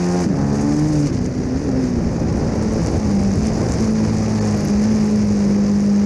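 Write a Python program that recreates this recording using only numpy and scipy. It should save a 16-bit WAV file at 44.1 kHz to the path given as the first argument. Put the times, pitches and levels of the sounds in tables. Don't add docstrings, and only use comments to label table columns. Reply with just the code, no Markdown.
import sys
import numpy as np
from scipy import signal
from scipy.fft import rfft, irfft, next_fast_len
from scipy.io import wavfile
from scipy.ndimage import uniform_filter1d, minimum_filter1d

SR = 44100
rng = np.random.default_rng(int(sys.argv[2]) if len(sys.argv) > 2 else 0)


def gain_from_decibels(decibels):
    exponent = np.asarray(decibels, float) / 20
    return 10 ** exponent


def put_to_file(sound):
    columns = np.atleast_2d(sound).T
    safe = np.clip(columns, -1, 1)
    whole_steps = np.round(safe * 32767)
    wavfile.write(sys.argv[1], SR, whole_steps.astype(np.int16))


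N = 266805


def rms_one(x):
    return x / np.sqrt(np.mean(x ** 2) + 1e-20)


def in_time(rows):
    s, *columns = np.transpose(rows)
    return [np.interp(np.arange(N) / SR, s, c) for c in columns]


def at_hz(points, hz):
    points = np.array(points)
    return np.interp(np.log(hz), np.log(points[:, 0]), points[:, 1])


def drift(rate_hz):
    pole = np.exp(-80 * np.pi * rate_hz / SR)
    noise = rng.standard_normal(N // 40 + 2002)
    slow = signal.lfilter([1], [1, -2 * pole, pole * pole], noise)[2000:]
    return np.interp(np.arange(N) / 40, np.arange(len(slow)), rms_one(slow))


def colour(x, points):
    size = next_fast_len(N)
    hz = np.maximum(np.arange(size // 2 + 1) * SR / size, 1)
    return rms_one(irfft(rfft(x, size) * gain_from_decibels(at_hz(points, hz)), size)[:N])


def bumps(rows):
    t = np.arange(N) / SR
    return sum(size * np.exp(-2 * ((t - s) / half_s) ** 2) for s, size, half_s in rows)


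def order(cycles, k, rough, spread=1):
    wander = (drift(16.) + 1j * drift(16.)) / np.sqrt(2)
    size = np.sqrt(1 - rough ** 2) + rough * wander
    turning = np.exp(2j * np.pi * (k * cycles + spread * rng.random()))
    return np.sqrt(2) * np.real(size * turning)


def engine(firing_hz, cycles, rough, turn_db, third_db, boom_db, growl_db, bark_db):
    # frequency in Hz, level in dB.
    exhaust_colour = [(40, -19), (90, -3.5), (260, -1), (380, 1), (430, 0.5), (530, -1), (640, -9),
                      (800, -4), (950, -14.5), (1100, -15), (1400, -21.5), (1850, -21.5), (2400, -56)]
    out = gain_from_decibels(turn_db - 1.5) * order(cycles, 2, 0.2 * rough)
    out += gain_from_decibels(third_db - 1.0) * order(cycles, 3, 0.39 * rough)
    out += gain_from_decibels(boom_db - .3) * order(cycles, 4, .3 * rough)
    for k in [1, *range(5, 28)]:
        hz = k * firing_hz
        fourth_db = (3.1 * rough + 0.24 * (boom_db + 21.5)) * (k % 4 == 0)
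        even_db = 2.87 * (k % 2 == 0) + fourth_db + 1.3 * drift(3.5)
        high = np.clip((hz - 560) / 120, 0, 1)
        high_db = bark_db - 5.0 - 12.0 * np.maximum(rough - .6, 0)
        level_db = (1 - high) * (growl_db - 11.0) + high * high_db
        ragged = np.clip(rough * (0.7 + 0.04 * k) + np.maximum(hz - 1050, 0) / 500, 0, .95)
        gain = gain_from_decibels(level_db + even_db + at_hz(exhaust_colour, hz))
        out += gain * order(cycles, k, ragged, spread=.6)
    return out


def frame_db(k):
    # start in seconds, length in seconds, order, level in dB.
    locks = [(0, 0.24, 2, -17.5), (0, 0.29, 4, -25), (0.37, 0.4, 3, -20.5), (0.357, 0.68, 2, -21.5),
             (0.609, 0.46, 4, -16), (0.785, 0.29, 2, -15), (0.398, .24, 4, -26), (1.099, 0.34, 4, -24.5),
             (1.98, 0.29, 4, -25), (1.506, 0.071, 4, -19), (1.59, .08, 4, -25), (1.68, 0.3, 4, -19),
             (1.866, 0.22, 3, -26), (2.58, 0.19, 4, -20), (2.807, 0.055, 3, -20.5), (2.963, 0.19, 4, -19),
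             (3.108, 0.24, 4, -17), (2.946, 0.36, 2, -24.5), (3.396, 0.1, 4, -18), (3.534, 0.31, 2, -24),
             (3.804, 0.26, 4, -17), (3.89, 0.32, 3, -24), (4.065, 0.48, 2, -21.5), (4.095, 0.7, 4, -20),
             (4.7, 1.5, 4, -15), (4.3, .4, 3, -28.5), (4.893, 0.078, 2, -27.5), (5.198, 0.16, 2, -23),
             (5.7, 0.55, 4, -14)]
    loose_db = {2: -31, 3: -33, 4: -30}
    lock_edge_s, loose_wander_db = 0.024, 3.5
    t = np.arange(N) / SR
    gain = gain_from_decibels(loose_db[k] + loose_wander_db * drift(4.9))
    for s, length_s, locked, db in locks:
        if round(locked) == k:
            inside_s = np.minimum(t - s + (s <= 0), s + length_s - t)
            hold = np.clip(.5 + inside_s / lock_edge_s, 0, 1)
            gain = (1 - hold) * gain + hold * gain_from_decibels(db)
    return 20 * np.log10(gain)


def roar(cycles, growl_db, rough):
    # frequency in Hz, level in dB per Hz.
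    roar_colour = [(40, -61), (120, -31.5), (250, 0), (320, 5.5), (450, 3), (600, -1), (800, -6.5),
                   (1100, -13), (1900, -14), (3000, -45.5), (6000, -110)]
    puffs = np.exp(-3.5 * (cycles % 1)) + 0.62
    return gain_from_decibels(growl_db - 8.5 + 10.1 * rough) * colour(rng.standard_normal(N) * puffs, roar_colour)


def header(cycles, rough):
    ring_hz, ring_width_hz, ring_db = 1860, 180, -53
    blown = rng.standard_normal(N) * (0.27 + np.exp(-4. * (cycles % 1)))
    edges_hz = [ring_hz - ring_width_hz / 2, ring_hz + ring_width_hz / 2]
    band = signal.butter(2, edges_hz, "band", fs=SR, output="sos")
    pulling = np.clip((.5 - rough) / 0.26, 0, 1)
    return gain_from_decibels(ring_db + 3. * drift(5.)) * pulling * rms_one(signal.sosfilt(band, blown))


def thumps():
    # start in seconds, peak in dB, frame ring in Hz.
    stumbles = [
        (.262, -5, 202),
        (0.287, -20, 200),
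        (0.302, -5, 185),
        (.336, -10, 165),
        (1.172, -12, 133),
        (2.06, -10, 80),
        (2.849, -23, 170.3),
    ]
    out, t = np.zeros(N), np.arange(int(.08 * SR)) / SR
    for s, peak_db, hz in stumbles:
        at = round(s * SR)
        envelope = gain_from_decibels(peak_db + 3.5 - 60 * t / 0.077) * np.tanh(t / 0.0053)
        out[at:at + len(t)] += envelope * np.sin(2 * np.pi * hz * t)
    return out


def ticks(cycles, tick_db, rough):
    # frequency in Hz, level in dB per Hz.
    tick_colour = [(1500, -26), (3500, -24), (5000, -0.5), (6500, 5.5), (7600, -3), (10500, -11.5),
                   (11500, -20), (14000, -29), (15500, -63)]
    beat = np.floor(4 * cycles + .05 * drift(50.))
    at = np.flatnonzero(np.diff(beat) > 0)
    pattern_db = np.array([5.5, -17.0, 3.5, -7.0])[beat[at].astype(int) % 4]
    loaded = np.clip((.42 - rough) / .25, 0, 1)
    chance_db = -4.5 * np.log(1 - .88 * rng.random(len(at)))
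    clicks = np.zeros(N)
    clicks[at] = gain_from_decibels(chance_db + pattern_db - 5.5 * loaded[at])
    fade = np.exp(-1 / (0.0004 * SR))
    bursts = signal.lfilter([1], [1, -fade], clicks + 1e-18) * rng.standard_normal(N)
    struck = rng.random(N) < (900. + 9000. * loaded) / SR
    rattle = struck * rng.standard_normal(N) * gain_from_decibels(-1.0 + 4.0 * drift(30.))
    return gain_from_decibels(tick_db + 8.0) * colour(bursts + rattle, tick_colour)


def hiss(cycles, hiss_db):
    # frequency in Hz, level in dB per Hz.
    housing_colour = [(300, -63.5), (1000, -0.5), (1330, -7), (1860, -5.5), (2400, -6.5), (3300, -18.5),
                      (4170, -13.5), (4730, -5.5), (5990, -5), (6850, -10.5), (7700, -23.5), (10300, -28),
                      (11500, -39.5), (15200, -61)]
    grit = rng.standard_normal(N) * gain_from_decibels(1.7 * drift(180.0) + 0.27 * drift(18.0))
    throb = 1 + 0.13 * np.cos(4 * np.pi * cycles) + 0.064 * np.cos(2 * np.pi * cycles)
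    return gain_from_decibels(hiss_db + 2.5) * colour(grit * throb, housing_colour)


def knocks():
    # start in seconds, peak in dB.
    chips = [
        (4.575, -36),
        (4.651, -32.5),
        (5.245, -44),
    ]
    t, snaps = np.arange(N) / SR, 0
    for s, peak_db in chips:
        snaps = snaps + gain_from_decibels(peak_db) * (t >= s) * np.exp(-np.abs(t - s) / .0012)
    burst = snaps * rng.standard_normal(N)
    snap_colour = [(3000, -34), (6500, -6), (8500, -8), (11500, 0), (13300, -9), (14200, -50)]   # Hz, dB
    return np.std(burst) * colour(burst, snap_colour)


def wind(wind_db):
    # frequency in Hz, level in dB per Hz.
    wind_colour = [(15, -26), (30, -11), (65, 0.5), (120, -1), (250, -3.5), (330, -9), (450, -14.5),
                   (800, -26), (1500, -52), (5000, -120)]
    lumps = gain_from_decibels(1.56 * drift(6.7) + 1.67 * drift(60.0))
    return gain_from_decibels(wind_db + 6.0) * colour(rng.standard_normal(N) * lumps, wind_colour)


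def slip(bright):
    # frequency in Hz, level in dB.
    slip_rings = [(1750, -41), (4450, -43), (6700, -43)]
    slip_s, slip_length_s = 4.402, .011
    t = np.arange(N) / SR
    gap = np.exp(-((t - slip_s) / slip_length_s * 2) ** 4)
    wide = np.exp(-((t - slip_s) / slip_length_s) ** 4)
    rings = sum(gain_from_decibels(db) * np.sin(2 * np.pi * hz * t) for hz, db in slip_rings)
    return bright * (1 - 0.98 * gap) + wide * rings


def scene():
    # time in seconds, firings per second.
    speed = [(0, 88.2), (.22, 89), (.33, 68.5), (.67, 72.2), (.89, 77), (1.05, 72), (1.22, 60.8),
             (1.55, 64), (1.8, 65), (2.0, 57.8), (2.66, 54.3), (2.95, 54.5), (3.15, 49.6), (3.34, 48.8),
             (3.4, 54), (4.3, 54.3), (4.68, 50.8), (6.05, 50.8)]
    # centre in seconds, extra firings per second, half length in seconds.
    spins = [
        (1.63, 10.5, 0.072),
        (2.86, 1.78, .1),
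        (3.72, 5., .13),
        (4.9, 3, .15),
        (5.15, 1.7, .3),
        (5.45, -0.44, .2),
    ]
    # time in seconds, roughness 0-1.
    unevenness = [(0, .16), (.235, .18), (.262, .85), (.35, .85), (.41, .22), (1.05, .2), (1.12, .6),
                  (2.5, .55), (3.75, .55), (3.9, .45), (4.7, .5), (4.9, .5), (6.05, .45)]
    # time in seconds, level in dB.
    throttle = [(0, -29.5), (.21, -25.5), (.28, -43), (.36, -30.5), (.68, -29), (.98, -31.5), (1.15, -54),
                (1.6, -42.5), (1.95, -43.5), (2.45, -34), (2.7, -36.5), (2.88, -32), (3.35, -43),
                (3.62, -33), (3.9, -39.5), (4.4, -35), (4.88, -38.5), (6.05, -44.5)]
    # time in seconds, level in dB.
    gusts = [(0, -36), (.3, -30.5), (.38, -28), (.6, -30), (1.1, -27), (1.95, -29), (2.4, -26),
             (3.3, -26.5), (3.77, -28), (3.96, -30.5), (4.35, -30), (4.85, -30.5), (5.7, -31),
             (6.05, -36.5)]
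    # time in seconds, housing hiss in dB.
    shake = [(0, -39), (.245, -38), (.27, -43), (.42, -43.5), (.79, -37.5), (1.06, -39.5), (1.3, -45),
             (1.57, -43.5), (1.95, -44.5), (2.9, -39), (3.15, -41), (3.8, -38), (4.0, -40), (4.55, -38),
             (4.85, -39.5), (5.05, -39.5), (5.5, -41), (6.05, -41.5)]
    # centre in seconds, change in dB, half length in seconds.
    jolts = [(.365, 2.5, .015), (1.07, 4, .015), (1.115, -5, 0.019), (1.2, -4., 0.015), (1.255, 4, 0.015),
             (1.85, 4, 0.065), (3.1, 1, .03), (3.47, 3., 0.053), (3.51, -2, 0.044), (4.02, -2.5, .02),
             (4.055, 2, .015), (4.3, 0.5, .02), (4.84, 2, 0.0092)]

    firing_hz = in_time(speed)[0] + bumps(spins)
    cycles = np.cumsum(firing_hz) / SR
    rough, bark_db, wind_db = in_time(unevenness)[0], in_time(throttle)[0], in_time(gusts)[0]
    growl_db = -28.5 + 0.32 * (bark_db + 38) + .6 * drift(5.3)
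    hiss_db = in_time(shake)[0] + bumps(jolts)
    tick_db = -54.5 + 1.9 * (hiss_db + 41) + 1.5 * drift(21.0)

    low_orders_db = [frame_db(k) for k in range(2, 5)]
    low = engine(firing_hz, cycles, rough, *low_orders_db, growl_db, bark_db)
    low = low + roar(cycles, growl_db, rough) + thumps() + wind(wind_db)
    bright = ticks(cycles, tick_db, rough) + hiss(cycles, hiss_db) + knocks() + header(cycles, rough)
    highpass = signal.butter(3, 1000, "high", fs=SR, output="sos")
    thin = signal.sosfiltfilt(highpass, low)
    return (low - thin + slip(bright + thin))[None]


def top_cut(x):
    return signal.sosfilt(signal.butter(12, 15300, fs=SR, output="sos"), x)


def record(dry):
    limit_db, release_db_s = -8.5, 59
    over_db = np.maximum(20 * np.log10(np.abs(dry[0]) + 1e-9) - limit_db, 0)
    ramp = release_db_s * np.arange(N) / SR
    held_db = np.maximum.accumulate(over_db + ramp) - ramp
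    cut_db = uniform_filter1d(-minimum_filter1d(-held_db, size=129), size=129)
    return top_cut(dry * gain_from_decibels(-cut_db))


dry = scene()
out = record(dry)
put_to_file(out)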